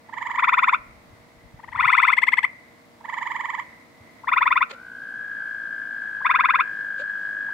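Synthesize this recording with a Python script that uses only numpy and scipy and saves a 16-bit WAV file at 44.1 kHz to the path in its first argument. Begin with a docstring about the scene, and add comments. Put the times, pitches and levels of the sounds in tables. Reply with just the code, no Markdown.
"""Three gray tree frogs trill at night by the water. Each pulse is a rising chirp of the vocal cords,
coloured by the throat sac and echoed by things close by. Past the middle a toad starts a long, fast
trill and something plops twice in the water. Behind them are night air, a far motor, frog calls ringing
in the woods and the low rumble of a hand holding a camera. The yard and the trees add a faint tail."""
import sys
import numpy as np
from scipy import signal
from scipy.fft import rfft, irfft, next_fast_len
from scipy.io import wavfile
from scipy.ndimage import uniform_filter1d

SR = 44100
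rng = np.random.default_rng(int(sys.argv[2]) if len(sys.argv) > 2 else 0)


def unload_wav(signal):
    """Save mono or channel-first audio to the path in sys.argv[1] as 16-bit WAV at rate SR, clipped to [-1, 1]."""
    wavfile.write(
        sys.argv[1],
        SR,
        np.round(np.clip(np.atleast_2d(signal).T, -1, 1) * 32767).astype(np.int16),
    )


N = 332073
TIME = np.arange(N) / SR


def amp(db):
    return 10 ** (np.asarray(db) / 20)


def unit(x):
    return x / np.sqrt(np.mean(x ** 2) + 1e-20)


def along(points, hz):
    """Read a table of (frequency, value) rows at any frequency."""
    freqs, values = np.transpose(points)
    return np.interp(np.log(hz + 1), np.log(freqs + 1), values)


def wobble(per_s):
    """A smooth curve through per_s random values a second."""
    count = int(N * per_s / SR) + 4
    curve = signal.resample(rng.standard_normal(count), 8 * count)
    return np.interp(TIME * per_s * 8, np.arange(len(curve)), curve)


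def filtered(x, response):
    """Scale each frequency of x by response(hz)."""
    size = next_fast_len(N + SR // 4)
    return irfft(rfft(x, size) * response(np.fft.rfftfreq(size, 1 / SR)), size)[..., :N]


def held(rows, rise_s, fade_db_per_s):
    """Loudness that rises, holds and dies away for each row."""
    return sum(amp(db - fade_db_per_s * np.maximum(TIME - end, 0))
               * np.clip((TIME - start) / rise_s, 0, 1) for start, end, db in rows)


def swell(peak_s, half_s):
    """A bell-shaped rise and fall in loudness."""
    return np.exp(-np.minimum(((TIME - peak_s) / half_s) ** 2, 50))


def blips(rows):
    """Soft, very short tones."""
    return sum(amp(db) * swell(s, half) * np.cos(2 * np.pi * hz * (TIME - s))
               for s, db, hz, half in rows)


# How alike the two ears hear noise: frequency_hz, likeness (1 = the same)
EAR_LIKENESS = [(60, 0.51), (250, 0.6), (700, 0.18), (3000, 0.071), (10000, .05)]
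def noise(spectrum):
    """Stereo noise, more alike between the ears in the bass."""
    def shape(hz):
        angle = np.arccos(along(EAR_LIKENESS, hz)) / 2
        return amp(along(spectrum, hz)) * [np.cos(angle), np.sin(angle)]
    shared, opposite = filtered(rng.standard_normal((2, N)), shape)
    return unit(np.array([shared + opposite, shared - opposite]))


# The tone colour of the air: frequency_hz, gain_db
AIR_COLOUR = [(25, -22), (50, -10.5), (110, -4), (260, -1), (330, -1), (400, -11.5), (560, -6.5),
              (1000, -7), (1500, -13.5), (2100, -12.5), (2900, -20.5), (4000, -19.5), (6000, -25.5),
              (15800, -33)]
def night_air():
    """A soft rush that wavers and slowly grows."""
    level_db = -54 + .3 * TIME + .5 * wobble(5.7)
    return amp(level_db) * noise(AIR_COLOUR)


# The tones in the hum: pitch_hz, level_db
MOTOR_TONES = [(107.7, -68.5), (236.9, -61), (473, -62.5), (588, -65.5), (647, -63.5), (705.2, -71)]
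def far_motor():
    """A motor hums in wavering tones, a little to the left."""
    hum = sum(amp(db + 1.7 * wobble(3.21)) * np.sin(2 * np.pi * hz * TIME + .9 * wobble(8))
              for hz, db in MOTOR_TONES)
    return hum * amp([[.8], [-.8]])


# Swells of the ring: start_s, end_s, level_db
RING_SWELLS = [(0, .9, -60.5), (1.1, 1.5, -65.5), (2.3, 2.7, -62), (3.55, 3.66, -47.5), (3.95, 4.25, -59.5)]
# Its tone colour: frequency_hz, gain_db
RING_COLOUR = [(700, -45), (1050, -11), (1450, -26.5), (1800, -15), (2000, 0), (2200, -9.5), (2500, -25),
               (4000, -55.5)]
def ring_in_woods():
    """Swells of a soft high ring: far frogs, and nearby trills lingering in the woods."""
    level = amp(-71) + held(RING_SWELLS, rise_s=.08, fade_db_per_s=55.5)
    return level * amp(1.4 * wobble(53)) * noise(RING_COLOUR)


def chirp(shape, effort_db, pitch_ratio, shorten, rasp):
    """One pulse of the vocal cords. 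A weak push of air is duller and, with shorten, briefer."""
    times, *columns = np.transpose(shape)
    stretch = amp(shorten * min(effort_db, 0))
    brightness = amp(-(effort_db / 4.8) ** 2)
    offsets = np.arange(int(times[0] * stretch * SR), int(times[-1] * stretch * SR))
    smooth = lambda x: uniform_filter1d(x, size=48)
    curves = [np.interp(offsets / SR / stretch, times, column) for column in columns]
    hz, base_db, octave_db, overtones_db = smooth(np.array(curves))
    hz = hz * pitch_ratio
    phase = 2 * np.pi * np.cumsum(hz) / SR
    tone = amp(base_db) * np.sin(phase) + brightness * amp(octave_db) * np.sin(2 * phase)
    # the cords flutter, which smears the high overtones
    flutter = rasp * unit(smooth(smooth(rng.standard_normal(len(offsets)))))
    multiples = np.arange(3, 15)[:, None]
    waves = (multiples * hz < SR / 2) * np.sin(multiples * (phase + flutter))
    overtones = brightness * amp(overtones_db) * waves.sum(axis=0)
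    soft_edges = signal.windows.tukey(len(offsets), .15)
    return offsets, amp(effort_db) * np.array([tone, overtones]) * soft_edges


def trill(pulses, pitch_ratios, shape, sac, shorten, rasp):
    """A string of chirps whose overtones ring in the throat sac."""
    track = np.zeros((2, N + SR))
    for (peak_s, effort_db), ratio in zip(pulses, pitch_ratios):
        offsets, waves = chirp(shape, effort_db, ratio, shorten, rasp)
        track[:, round(peak_s * SR) + offsets] += waves
    tone, overtones = track[:, :N]
    return tone + filtered(overtones, lambda hz: amp(along(sac, hz)))


def frog_voice(trills, shape, sac, swell_curve, shorten, rasp, scatter, sag_per_db):
    """Each trill opens softly and a little flat, swells, then slows as the frog tires."""
    tire_db_per_s, early_s_per_db = 1.22, .0002  # a weak pulse peaks early
    pulses = []
    for start, count, gap, growth, last_delay, full_db, softer_db, swell_pulses in trills:
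        k = np.arange(round(count))
        elapsed = gap * k + growth * k * (k - 1) / 2 + last_delay * (k == k[-1])
        weak_db = softer_db * np.exp(-(k / swell_pulses) ** swell_curve)
        peak_s = start + elapsed - early_s_per_db * weak_db
        pulses += zip(peak_s, full_db - weak_db - tire_db_per_s * elapsed)
    effort_db = np.transpose(pulses)[1]
    pitch_ratios = 1 + scatter * rng.standard_normal(len(pulses)) + sag_per_db * effort_db
    return trill(pulses, pitch_ratios, shape, sac, shorten, rasp)


def at_ears(voice, echoes, side, left_lag_s, sway_s):
    """A voice at both ears, with close echoes that drift as the camera sways."""
    drift = sway_s * wobble(2)
    bounce = lambda delay, db: amp(db) * np.interp(TIME - delay - drift, TIME, voice)
    left = voice + sum(bounce(delay, db) for delay, db, _, _ in echoes)
    right = voice + sum(bounce(delay, db) for _, _, delay, db in echoes)
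    ears = np.array([[.5], [-.5]])
    lag = lambda hz: np.exp(-2j * np.pi * hz * left_lag_s * ears)
    return filtered(np.array([left, right]), lambda hz: amp(along(side, hz) * ears) * lag(hz))


# When the frog calls: start_s, pulse_count, first_gap_s, gap_growth_s, last_pulse_delay_s,
# full_effort_db, opening_softer_db, pulses_to_swell
RIGHT_TRILLS = [(.1011, 15, .04224, .00047, 0.0024, -1.205, 13, 1.1),
                (3.0172, 14, .04185, .0005, 0, -.9, 17.5, 1.1), (7.497, 1, .042, 0, 0, -0.95, 14.5, 1.1)]
# One chirp: time_from_peak_s, pitch_hz, base_tone_db, octave_db, overtones_db
RIGHT_CHIRP = [(-.025, 830, -39, -57, -79), (-.019, 860, -34, -31.5, -53.5),
               (-.013, 910, -32.5, -26, -51.5), (-.008, 975, -23, -25.5, -46.5),
               (-.003, 1016, -23.5, -24.5, -42.5), (0, 1130, -21.5, -25.5, -42),
               (.003, 1140, -33, -46.5, -70)]
# How the throat sac colours the overtones: frequency_hz, gain_db
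RIGHT_SAC = [(2500, -6.5), (3300, 4.5), (4400, -23), (4850, -9.5), (5300, -24), (6000, -27), (6700, -12),
             (7150, -1.5), (7500, -16), (7900, -33), (11000, -36), (11700, -16), (13000, -36)]
# Echoes off things close by: left_delay_s, left_db, right_delay_s, right_db
RIGHT_ECHOES = [(0.00443, -14.5, 0.00439, -10), (0.00697, -5, 0.0043, -19), (0.00742, -11.5, 0.012, -12),
                (0.0208, -10, 0.026, -16.5), (0.028, -9, 0.03293, -16)]
# Which ear hears more: frequency_hz, left_minus_right_db
RIGHT_SIDE = [(1000, -5), (2000, -7), (7000, -7)]
def right_frog():
    """The frog on the right gives two long trills and one last chirp."""
    voice = frog_voice(RIGHT_TRILLS, RIGHT_CHIRP, RIGHT_SAC, swell_curve=.94,
                       shorten=.35, rasp=.069, scatter=.0078, sag_per_db=.0023)
    return at_ears(voice, RIGHT_ECHOES, RIGHT_SIDE, left_lag_s=.00004, sway_s=.00002)


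# The near frog's five tables, with the same columns as the right frog's
NEAR_TRILLS = [(.302, 1, .048, 0, 0, 0, 17, .7), (.3484, 9, .04796, .00051, 0, 0, 22, .6),
               (1.7635, 8, .04595, .0009, 0, -.5, 10, .4), (4.2497, 9, .04352, .00112, 0, .2, 21, .66),
               (6.2224, 9, .04549, .00083, 0, .2, 20, .4)]
NEAR_CHIRP = [(-.025, 794, -42, -33, -58), (-.019, 961.6, -27, -17, -52), (-.013, 1030, -13.5, -23.5, -45),
              (-.008, 1140, -20, -14.5, -34), (-.003, 1231, -16.5, -25.5, -34), (0, 1288, -8.5, -19.5, -41),
              (.003, 1445, -18, -37.5, -56.5), (.005, 1533, -41, -39.5, -68.5)]
NEAR_SAC = [(2500, -0.5), (3000, -2.5), (3300, -4), (3530, 6.5), (3850, -13), (4080, -11.5), (4400, -23.5),
            (4700, -22), (4900, -17), (5200, -30), (8000, -36.5), (9000, -33), (9450, -22), (10100, -38),
            (15000, -43)]
NEAR_ECHOES = [(0.00197, -9, 0.002853, -8), (0.00356, -37.5, 0.0066, -3), (0.007, -17, 0.00787, -5.5),
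               (0.014, -14, 0.01005, -18), (0.0159, -21, 0.012, -10.5)]
NEAR_SIDE = [(900, 4), (1300, 12), (2200, 0), (3500, 1.5)]
def near_frog():
    """The closest frog gives four short trills; each loud pulse makes the recorder thump faintly."""
    voice = frog_voice(NEAR_TRILLS, NEAR_CHIRP, NEAR_SAC, swell_curve=1.05,
                       shorten=.25, rasp=.11, scatter=.0092, sag_per_db=.005)
    thump = amp(-32) * uniform_filter1d(uniform_filter1d(np.abs(voice), size=220), size=130)
    return at_ears(voice, NEAR_ECHOES, NEAR_SIDE, left_lag_s=.000015, sway_s=.00003) + thump


# Shifts of grip: start_s, end_s, level_db
GRIPS = [(.73, 1.2, -59.5), (1.33, 1.84, -56)]
# The tone colour of the rumble: frequency_hz, gain_db
RUMBLE_COLOUR = [(20, -11), (60, 2), (110, -3.5), (200, -11.5), (400, -36.5), (1000, -72.5)]
# Bumps of the hand: peak_s, level_db, pitch_hz, half_length_s
BUMPS = [(1.135, -44, 103, 0.011), (1.545, -33.5, 91, 0.0045), (1.77, -37, 104, 0.007),
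         (1.865, -36, 138.2, 0.0067), (4.015, -43, 101, 0.0095)]
def hand_on_camera():
    """A hand rumbles faintly at rest, more as it shifts, and bumps the camera."""
    level = amp(-84) + held(GRIPS, rise_s=.07, fade_db_per_s=260.5)
    return level * amp(4.5 * wobble(30)) * noise(RUMBLE_COLOUR) + blips(BUMPS)


# The left frog's five tables, with the same columns as the right frog's
LEFT_TRILLS = [(1.604, 3, .043, .001, 0.00074, -16, 4.1, .6),
               (1.7375, 15, .05, .00006, 0.0082, -0.6, 13, 2.2)]
LEFT_CHIRP = [(-.025, 795, -48.5, -45, -51.5), (-.019, 865.5, -37, -22.5, -30.5),
              (-.013, 966, -24, -22.5, -35.5), (-.008, 1013, -20, -10.5, -39),
              (-.003, 1062, -24.5, -9, -28.5), (0, 1223, -19, -18.5, -32.5),
              (.003, 1186, -24.5, -30.5, -70)]
LEFT_SAC = [(2500, 1), (3450, -2), (4000, -22.5), (4250, -12), (4900, -30), (5800, -21.5), (6800, -37.5),
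            (8000, -14.5), (8600, -37), (10700, -44), (11350, -25.5), (12500, -42.5)]
LEFT_ECHOES = [(0.00148, -22, 0.00235, -14.5), (0.00568, -26.5, 0.00503, -15.5),
               (0.00964, -20.5, 0.00859, -8), (0.03263, -47.5, 0.00999, -14.5),
               (0.03286, -29.5, 0.03271, -37.5)]
LEFT_SIDE = [(1000, 7.6), (2100, 8.8), (8000, 6.2)]
def left_frog():
    """The frog on the left leads into one long trill with three soft chirps."""
    voice = frog_voice(LEFT_TRILLS, LEFT_CHIRP, LEFT_SAC, swell_curve=2.1,
                       shorten=.16, rasp=.088, scatter=.0068, sag_per_db=.005)
    return at_ears(voice, LEFT_ECHOES, LEFT_SIDE, left_lag_s=.000008, sway_s=.00002)


# The toad's chirp, sac, echoes and side, with the same columns as the right frog's
TOAD_CHIRP = [(-.005, 1610, -3.5, -49, -64), (-.003, 1647, 6.5, -32, -34.5),
              (-.001, 1658, 9.5, -27.5, -35.5), (.001, 1638, 8, -30.5, -32),
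              (.003, 1601, 0.5, -18.5, -47.5), (.005, 1200, -10, -42.5, -59)]
TOAD_SAC = [(4800, 1.5), (5400, -12.5), (6400, -18.5), (7800, -10), (10000, -20.5), (14000, -27.5)]
TOAD_ECHOES = [(.0085, -7, .0079, -11), (0.0108, -5.5, .0122, -11.5)]
TOAD_SIDE = [(1600, 2.1), (3200, .5)]
def toad():
    """Short whistles that droop at their ends; the trill swells, slides up to pitch and slows."""
    start_s, swell_s, slide_s, slowing_s = 4.7012, .22, .15, 1.6866
    first_per_s, settled_per_s, grow_db_per_s = 60.113, 49.212, 1
    age = np.maximum(TIME - start_s, 0)
    rate = settled_per_s + (first_per_s - settled_per_s) * np.exp(-age / slowing_s)
    cycles = np.cumsum(rate * (age > 0)) / SR
    beats = np.flatnonzero(np.diff(np.ceil(cycles)))
    time_jitter, effort_jitter, pitch_jitter = rng.standard_normal((len(beats), 3)).T
    pulses = zip(TIME[beats] + .00007 * time_jitter, 1.26 * effort_jitter)
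    pitch_ratios = (.99 - .165 * np.exp(-age[beats] / slide_s)) * (1 + .0055 * pitch_jitter)
    level_db = -34 - 18 * np.exp(-age / swell_s) + grow_db_per_s * age
    voice = amp(level_db) * trill(pulses, pitch_ratios, TOAD_CHIRP, TOAD_SAC, shorten=0, rasp=.15)
    return at_ears(voice, TOAD_ECHOES, TOAD_SIDE, left_lag_s=.00001, sway_s=.00014)


# Small splashes: peak_s, level_db, half_length_s
SPLASHES = [(4.703, -43.5, 0.0084), (4.714, -35, 0.0059), (4.737, -47, 0.011), (7.002, -47.5, 0.018),
            (7.013, -52.5, 0.025)]
# Their tone colour: frequency_hz, gain_db
SPLASH_COLOUR = [(100, -24), (400, -2), (1200, -2), (2200, 0), (4500, -6), (5500, -23), (7000, -13),
                 (9000, -31), (15000, -39.5)]
# Their plops: peak_s, level_db, pitch_hz, half_length_s
PLOPS = [(4.735, -41.5, 544, 0.01), (7.001, -34, 544, 0.0054), (7.017, -37.5, 588, 0.015)]
def water():
    """Something splashes twice, each time with a hollow plop."""
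    level = sum(amp(db) * swell(s, half) for s, db, half in SPLASHES)
    return level * noise(SPLASH_COLOUR) + blips(PLOPS)


def reverb(x, fade_times, delay_s):
    """A wash of echoes in which each frequency dies at its own speed."""
    hz, t, spectrum = signal.stft(rng.standard_normal((2, SR)), SR, nperseg=256)
    fade = amp(-60 * t / along(fade_times, hz)[:, None])
    tail = signal.istft(spectrum * fade, SR, nperseg=256)[1]
    late = np.pad(x.mean(axis=0), (int(delay_s * SR), 0))
    return signal.fftconvolve(late[None], tail / np.linalg.norm(tail[0]), axes=1)[:, :N]


# How long the yard and the trees ring: frequency_hz, fade_s (time to drop 60 dB)
YARD_FADE = [(500, 0.12), (2000, 0.28), (4000, 0.053), (10000, 0.078)]
TREES_FADE = [(500, .6), (1100, 0.62), (2100, 0.91), (3500, 0.2), (10000, 0.28)]
def yard_and_trees(close, farther):
    """The yard answers quickly, the trees later, returning more of the farther sound."""
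    yard = amp(-21) * reverb(close + farther, YARD_FADE, delay_s=.006)
    trees = amp(-28.5) * reverb(close + amp(4) * farther, TREES_FADE, delay_s=.04)
    return yard + trees


def scene():
    """The callers and the water, their echoes, and the night behind them."""
    background = night_air() + far_motor() + ring_in_woods()
    farther = right_frog()
    close = near_frog() + left_frog() + toad() + water()
    return background + close + farther + yard_and_trees(close, farther) + hand_on_camera()


def record(dry):
    """The camera thins the deepest bass and cuts the highest treble."""
    bass_hz, top_hz = 15, 15800
    return filtered(dry, lambda hz: (hz < top_hz) * hz / (hz + bass_hz))


dry = scene()
out = record(dry)
unload_wav(out)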